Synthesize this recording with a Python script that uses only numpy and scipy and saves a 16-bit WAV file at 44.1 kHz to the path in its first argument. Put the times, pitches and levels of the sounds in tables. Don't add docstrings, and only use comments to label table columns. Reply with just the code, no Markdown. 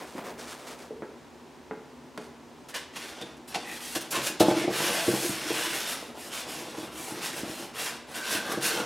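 import sys
import numpy as np
from scipy import signal
from scipy.fft import rfft, irfft, next_fast_len
from scipy.io import wavfile
from scipy.ndimage import uniform_filter1d, map_coordinates

SR = 44100
rng = np.random.default_rng(int(sys.argv[2]) if len(sys.argv) > 2 else 0)


def bounce(signal):
    frames = np.transpose(np.atleast_2d(signal))
    limited = np.clip(frames, -1, 1)
    pcm = np.round(limited * 32767).astype(np.int16)
    wavfile.write(sys.argv[1], SR, pcm)


N = 390285


def amp(db):
    return 10 ** (np.asarray(db) / 20)


def unit(x):
    return x / np.sqrt(np.mean(x ** 2) + 1e-20)


def along(points, hz):
    point_hz, value = np.transpose(points)
    return np.interp(np.log(hz + 1), np.log(point_hz + 1), value)


def wobble(rate_hz):
    knots = rng.standard_normal(int(N * rate_hz / SR) + 4)
    return map_coordinates(knots, [np.arange(N) * rate_hz / SR])


def colour(x, points, peaks=(), size=4096):
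    hz = np.fft.rfftfreq(size, 1 / SR)
    db = along(points, hz)
    for centre_hz, width_hz, lift_db in peaks:
        db = db + lift_db / (1 + (2 * (hz - centre_hz) / width_hz) ** 2)
    cepstrum = irfft(np.log(amp(db)))
    cepstrum[0] = 0
    response = irfft(np.exp(rfft(2 * cepstrum[:size // 2], size)))
    return signal.fftconvolve(x, response / np.linalg.norm(response))[:len(x)]


def soften(x, hz):
    low = signal.butter(4, min(hz, SR / 4), fs=SR, output="sos")
    y = signal.sosfilt(low, x)
    return y / np.sqrt(np.mean(y[:SR // 50] ** 2))


def add(track, s, sound):
    start = max(round(s * SR), 0)
    track[start:start + len(sound)] += sound[:N - start]


def slips(rate_hz, clump_db, clump_rate_hz):
    snaps = (rng.random(N) < rate_hz / SR) * rng.standard_normal(N)
    return unit(snaps * amp(clump_db * wobble(clump_rate_hz)))


COAST_DB_PER_S, SAG_DB_PER_S = 127, 10


def strokes(rows, powers):
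    energy, t = np.zeros((len(powers), N)), np.arange(SR) / SR
    for s, rise_s, length_s, *levels_db in rows:
        gather = np.sin(np.pi / 2 * np.minimum(t / rise_s, 1))
        coast_s = np.maximum(t - length_s, 0)
        speed = gather * amp(-SAG_DB_PER_S * t - COAST_DB_PER_S * coast_s)
        for layer, db, power in zip(energy, levels_db, powers):
            add(layer, s, (amp(db) * speed ** power) ** 2)
    return np.sqrt(energy)


# start in seconds, speeding up in seconds,
# length before coasting in seconds, then relative rasp, edge hiss and wall drone in dB.
PUSHES = [(2.92, 0.088, 0.18, -43, -50.5, -51), (3.12, 0.062, 0.15, -49, -65, -52),
          (3.5, 0.045, 0.12, -44.5, -59, -44), (3.63, 0.1, 0.14, -44, -46, -56),
          (3.76, .13, 0.2, -42.5, -40.5, -58), (4.0, .02, .06, -49, -53, -48.5),
          (4.11, 0.06, 0.06, -30, -38.5, -36), (4.2, .075, 0.048, -36.5, -33, -49),
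          (4.415, 0.087, 0.092, -34.5, -42, -32.5), (4.54, 0.044, 0.067, -33, -43, -41),
          (4.68, 0.16, .32, -29, -32.5, -37), (4.98, 0.097, 0.18, -34, -34.5, -39),
          (5.15, 0.1, .15, -34.5, -32, -42), (5.3, 0.059, 0.19, -38, -44.5, -46.5),
          (5.41, 0.22, 0.26, -31, -34.5, -41), (5.66, 0.1, .16, -34, -36, -44),
          (5.82, 0.097, 0.11, -34.5, -35.5, -46.5), (5.98, .04, .1, -51, -54.5, -47.5),
          (6.13, 0.11, 0.16, -46, -46.5, -48), (6.3, 0.047, 0.098, -37, -41, -48),
          (6.46, 0.047, .15, -41.5, -43.5, -44.5), (6.62, 0.1, .14, -46, -53.5, -44),
          (6.76, 0.028, 0.084, -45, -49, -46), (6.89, .16, 0.23, -42, -41.5, -45.5),
          (7.13, 0.033, 0.071, -44.5, -50, -45), (7.2, 0.068, 0.059, -33.5, -35.5, -46),
          (7.3, 0.11, 0.085, -39.5, -39, -41.5), (7.42, 0.1, 0.22, -42.5, -45, -44.5),
          (7.73, 0.11, 0.15, -34.5, -37, -45), (8.06, .07, 0.079, -46.5, -51, -49),
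          (8.135, .025, 0.037, -38, -40, -44), (8.2, 0.19, 0.15, -30.5, -34, -40),
          (8.4, 0.18, 0.13, -36, -39.5, -37), (8.6, 0.053, .09, -29.5, -30.5, -37.5),
          (8.7, 0.045, 0.11, -36.5, -43, -36.5)]
# start in seconds, relative rasp in dB, decay length in seconds,
# edge hiss over rasp in dB.
SCUFFS = [(2.684, -44.5, 0.032, -3.5), (2.739, -33, 0.051, -9), (2.802, -49, 0.074, -21),
          (2.958, -37.5, 0.017, -11), (3.21, -42.5, 0.017, -4), (3.365, -60, .015, 2),
          (3.475, -48, 0.041, 2.5), (3.542, -29.5, 0.02, -15), (3.949, -28, 0.025, -4),
          (4.007, -43, 0.015, 7), (4.105, -42, 0.029, 10), (4.262, -35, 0.03, 2.5),
          (4.397, -23.5, 0.029, -2.5), (8.306, -42, 0.052, 5), (8.516, -46, 0.013, 3)]
# centre in Hz, width in Hz, lift in dB.
FOAM_PEAKS = [(1536, 104, 3), (1760, 160, 2), (2720, 140, 3.5), (3270, 890, 1.5), (5280, 540, 1.5),
              (9800, 1500, 7)]
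# frequency in Hz, relative level in dB, t60 in seconds.
CARTON_MODES = [(133.8, -12.5, 0.38), (199, -10, 0.238), (312.6, 1, 0.092), (320.8, -9, 0.44),
                (343.6, 4, 0.089), (457.7, -4, 0.2), (485, -10, 0.12), (562, -12, 0.14), (628.2, -0.5, 0.2),
                (701, -12.5, 0.16), (773, -2, 0.12), (865, -5, .13), (1003, -35, 0.088), (1097, -20, .12)]
# frequency in Hz, relative level in dB.
RASP_SPECTRUM = [(200, -33), (500, -1), (900, -0.5), (2000, 1), (3500, -0.5), (5500, -4), (8000, -10.5),
                 (12000, -22.5), (16000, -44)]
HISS_SPECTRUM = [(1500, -38.5), (4000, -5), (7000, -1), (10000, -0.5), (12500, -3.5), (14500, -10.5),
                 (16000, -15)]
WALL_SPECTRUM = [(60, -20.5), (100, -17.5), (140, -3), (300, -0.5), (620, -0.5), (900, -3.5), (1400, -6.5),
                 (3000, -47)]
HISS_POWER, WALL_POWER = 1.55, 0.57
CATCH_S, CATCH_WALL_DB = 0.0048, -10.5


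def scrape():
    rasp, hiss, wall = strokes(PUSHES, (1, HISS_POWER, WALL_POWER))
    t = np.arange(SR // 4) / SR
    for s, db, length_s, hiss_db in SCUFFS:
        burst = amp(db) * (1 - np.exp(-t / CATCH_S)) * np.exp(-(t / length_s) ** 2)
        add(rasp, s, burst)
        add(hiss, s, burst * amp(hiss_db))
        add(wall, s, burst * amp(CATCH_WALL_DB))

    def beads():
        return slips(rate_hz=14000, clump_db=-0.63, clump_rate_hz=340)

    judder = amp(0.66 * wobble(45))
    rasping = colour(judder * rasp * beads(), RASP_SPECTRUM, FOAM_PEAKS)
    hissing = colour(judder * hiss * beads(), HISS_SPECTRUM)
    box_peaks = [(hz, 28, 4) for hz, _, _ in CARTON_MODES]
    wall_slips = slips(rate_hz=1500, clump_db=2.5, clump_rate_hz=35)
    drone = colour(wall * wall_slips, WALL_SPECTRUM, box_peaks)
    return rasping + hissing + drone


def shifting(x, depth_db, size=7):
    z = signal.stft(x, nperseg=1024)[2]
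    field = uniform_filter1d(rng.standard_normal(z.shape), size=3, axis=0)
    field = uniform_filter1d(field, size, axis=1)
    return signal.istft(z * amp(depth_db * unit(field)), nperseg=1024)[1][:N]


# middle in seconds, half length in seconds,
# frequency in Hz, relative level in dB.
SQUEAKS = [(2.762, 0.023, 1790, -37), (2.762, 0.022, 2910, -41), (3.224, 0.011, 3600, -40),
           (3.563, 0.014, 760, -31.5), (3.702, 0.055, 1920, -43), (3.721, 0.066, 2500, -46),
           (4.164, 0.021, 1090, -33), (4.622, 0.063, 2200, -39), (5.013, 0.056, 662, -35.5),
           (8.2, 0.058, 1540, -39.5), (8.355, 0.069, 1560, -37.5), (8.521, 0.067, 1620, -37.5),
           (8.524, 0.046, 1180, -37), (8.718, .04, 1530, -35), (8.82, 0.091, 1380, -40)]
SQUEAK_Q = 12.5


def squeaks():
    track, t = np.zeros(N), np.arange(-SR // 4, SR // 4) / SR
    hz = np.fft.rfftfreq(len(t), 1 / SR)
    for s, half_s, centre_hz, db in SQUEAKS:
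        resonance = 1 / (1 + (SQUEAK_Q * (hz / centre_hz - 1)) ** 2 * 2)
        tone = irfft(rfft(rng.standard_normal(len(t))) * resonance, len(t))
        add(track, s + t[0], amp(db - 1) * unit(tone) * np.exp(-(t / half_s) ** 2))
    return track


# start in seconds, relative level in dB, contact brightness in Hz.
KNOCKS = [(3.216, -37, 546), (3.558, -37, 700), (3.962, -30, 640), (4.176, -35.5, 450), (4.298, -37, 450),
          (4.405, -12.5, 850), (4.415, -18.5, 1100), (4.44, -26, 786), (4.483, -16, 895), (4.51, -22, 900),
          (4.678, -22.5, 860), (4.706, -29, 754), (5.08, -18, 477), (5.136, -28, 400), (5.294, -27, 307),
          (5.504, -25.5, 490), (6.681, -41.5, 294), (6.782, -34, 650), (6.829, -39, 450), (7.119, -37, 230),
          (7.17, -38, 450), (7.431, -32.5, 247), (7.494, -36.5, 320), (8.35, -34.5, 274), (8.495, -38, 647),
          (8.574, -27.5, 666), (8.801, -37, 600)]
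# delay in seconds, low edge in Hz, high edge in Hz, gain in dB.
FLUTTER = (0.16, 258, 388, -7)


def knocks():
    track, t = np.zeros(N), np.arange(SR * 3 // 4) / SR
    for s, db, bright_hz in KNOCKS:
        ring = np.zeros(len(t))
        for hz, level_db, t60_s in CARTON_MODES:
            strength, phase = rng.standard_normal(2)
            decay = amp(level_db + 1.37 * strength - 60 * t / t60_s)
            ring += decay * np.sin(2 * np.pi * hz * t + phase)
        rattle = colour(rng.standard_normal(len(t)) * amp(-60 * t / 0.085), WALL_SPECTRUM)
        b, a = signal.butter(2, 130, "high", fs=SR)
        thud = signal.lfilter(b, a, ring + amp(1.5) * rattle)
        add(track, s, amp(db - 2.5) * soften(thud, bright_hz))
    delay_s, low_hz, high_hz, echo_db = FLUTTER
    b, a = signal.butter(2, [low_hz, high_hz], "band", fs=SR)
    back = signal.lfilter(b, a, track)
    add(track, delay_s, amp(echo_db) * back)
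    return track


# start in seconds, relative level in dB, brightness in Hz.
STEPS = [(.151, -36.5, 593), (0.185, -39, 900), (.275, -41.5, 1000), (.907, -33.5, 686),
         (1.022, -33.5, 1610), (1.711, -32, 1530), (2.181, -36.5, 1220)]
# frequency in Hz, relative level in dB.
FLOORBOARD_SPECTRUM = [(40, -31), (100, -14.5), (230, 4.5), (400, 7), (700, -2), (1100, -10), (1600, -1.5),
                       (2400, -5), (8000, -2)]


def steps():
    track, t = np.zeros(N), np.arange(SR // 3) / SR
    for s, db, bright_hz in STEPS:
        blow = amp(-23.5) * rng.standard_normal(len(t)) * amp(-60 * t / 0.11)
        blow[0] = 1
        add(track, s, amp(db - 2.5) * soften(colour(blow, FLOORBOARD_SPECTRUM), bright_hz))
    return track


# start in seconds, relative level in dB.
CLICKS = [(0.027, -43), (2.176, -19), (2.2656, -46), (2.9642, -32), (3.214, -42), (4.2764, -29)]
# frequency in Hz, relative level in dB.
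CLICK_SPECTRUM = [(200, -5), (800, 2.5), (2500, -4.5), (4000, -10), (10000, -22), (16000, -35)]


def clicks():
    track, t = np.zeros(N), np.arange(SR // 10) / SR
    for s, db in CLICKS:
        add(track, s, amp(db - 10) * rng.standard_normal(len(t)) * amp(-60 * t / 0.028))
    return colour(track, CLICK_SPECTRUM)


# start in seconds, speeding up in seconds,
# length before coasting in seconds, then relative rub and swish in dB.
SHUFFLES = [(0, 0.0017, .03, -39, -48.5), (.04, 0.046, 0.14, -56, -50), (.14, 0.057, 0.055, -36.5, -52),
            (.23, 0.031, 0.064, -37.5, -46.5), (.365, .04, 0.081, -43, -44), (.45, 0.057, 0.078, -46, -41),
            (.56, 0.035, 0.1, -46, -50), (.65, 0.036, 0.07, -42.5, -43.5), (.77, 0.031, 0.066, -47.5, -49),
            (2.185, .04, .06, -66, -53.5)]
# frequency in Hz, relative level in dB.
RUB_SPECTRUM = [(50, -46), (150, -11), (280, -6), (400, 0), (700, -2.5), (1200, -9.5), (1750, -13),
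                (2300, -14.5), (6000, -32.5)]
SWISH_SPECTRUM = [(500, -12), (1200, 4.5), (2500, -1), (5000, -2), (9000, -5.5), (13000, -14.5),
                  (16000, -23)]


def shuffle():
    rub, swish = strokes(SHUFFLES, (1, HISS_POWER))

    def fibres():
        return slips(rate_hz=6000, clump_db=-0.5, clump_rate_hz=110)

    body = colour(amp(-2) * rub * fibres(), RUB_SPECTRUM)
    return body + colour(amp(-0.5) * swish * fibres(), SWISH_SPECTRUM)


# frequency in Hz, relative level in dB.
AIR_SPECTRUM = [(15, -61), (25, -42), (68, -11), (92, -17.5), (105, -28), (137, -11), (206, -21),
                (242, -5.5), (326, -13.5), (354, -8), (516, -16), (1040, -17.5), (1230, -22.5), (6920, -35),
                (16000, -49.5)]
# centre in Hz, width in Hz, lift in dB.
DUCT_PEAKS = [(58, 14, -0.5), (238, 11, 7), (940, 98, 2.5)]


def ventilation():
    level = amp(-49.5 + 0.23 * wobble(6.4))
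    return level * colour(rng.standard_normal(N), AIR_SPECTRUM, DUCT_PEAKS)


# frequency in Hz, t60 in seconds.
ROOM_T60 = [(100, 0.38), (400, 0.58), (2000, 0.72), (6000, 0.48), (14000, 0.079)]


def room(x):
    hz, t, z = signal.stft(rng.standard_normal(SR // 2), SR, nperseg=256)
    decay = amp(-60 * t / along(ROOM_T60, hz)[:, None])
    tail = signal.istft(z * decay, SR, nperseg=256)[1]
    tail = np.pad(tail, (round(0.006 * SR), 0))
    return signal.fftconvolve(x, tail / np.linalg.norm(tail))[:N]


# frequency in Hz, gain of the side reverberation in dB.
SIDE_GAIN = [(60, -16), (250, -42), (1000, -60), (2200, -35), (4000, -23.5), (14000, -17.5)]


def scene():
    foam = shifting(scrape(), depth_db=2) + squeaks()
    bumps, feet = knocks(), steps() + clicks()
    direct = foam + bumps + feet + shuffle()
    reverb = room(amp(-10.5) * foam + amp(-13) * bumps + amp(-7) * feet)
    mid = direct + reverb + ventilation()
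    side_gain = amp(along(SIDE_GAIN, np.fft.rfftfreq(2 * N, 1 / SR)))
    side = irfft(rfft(room(direct), 2 * N) * side_gain)[:N]
    side = side + amp(-12) * ventilation()
    return np.array([mid + side, mid - side])


LOW_HZ, TOP_HZ = 52, 15850


def record(dry):
    high_pass = signal.butter(4, LOW_HZ, "high", fs=SR, output="sos")
    thin = signal.sosfilt(high_pass, dry)
    size = next_fast_len(N + SR // 2)
    keep = np.fft.rfftfreq(size, 1 / SR) < TOP_HZ
    return irfft(rfft(thin, size) * keep, size)[:, :N]


dry = scene()
out = record(dry)
bounce(out)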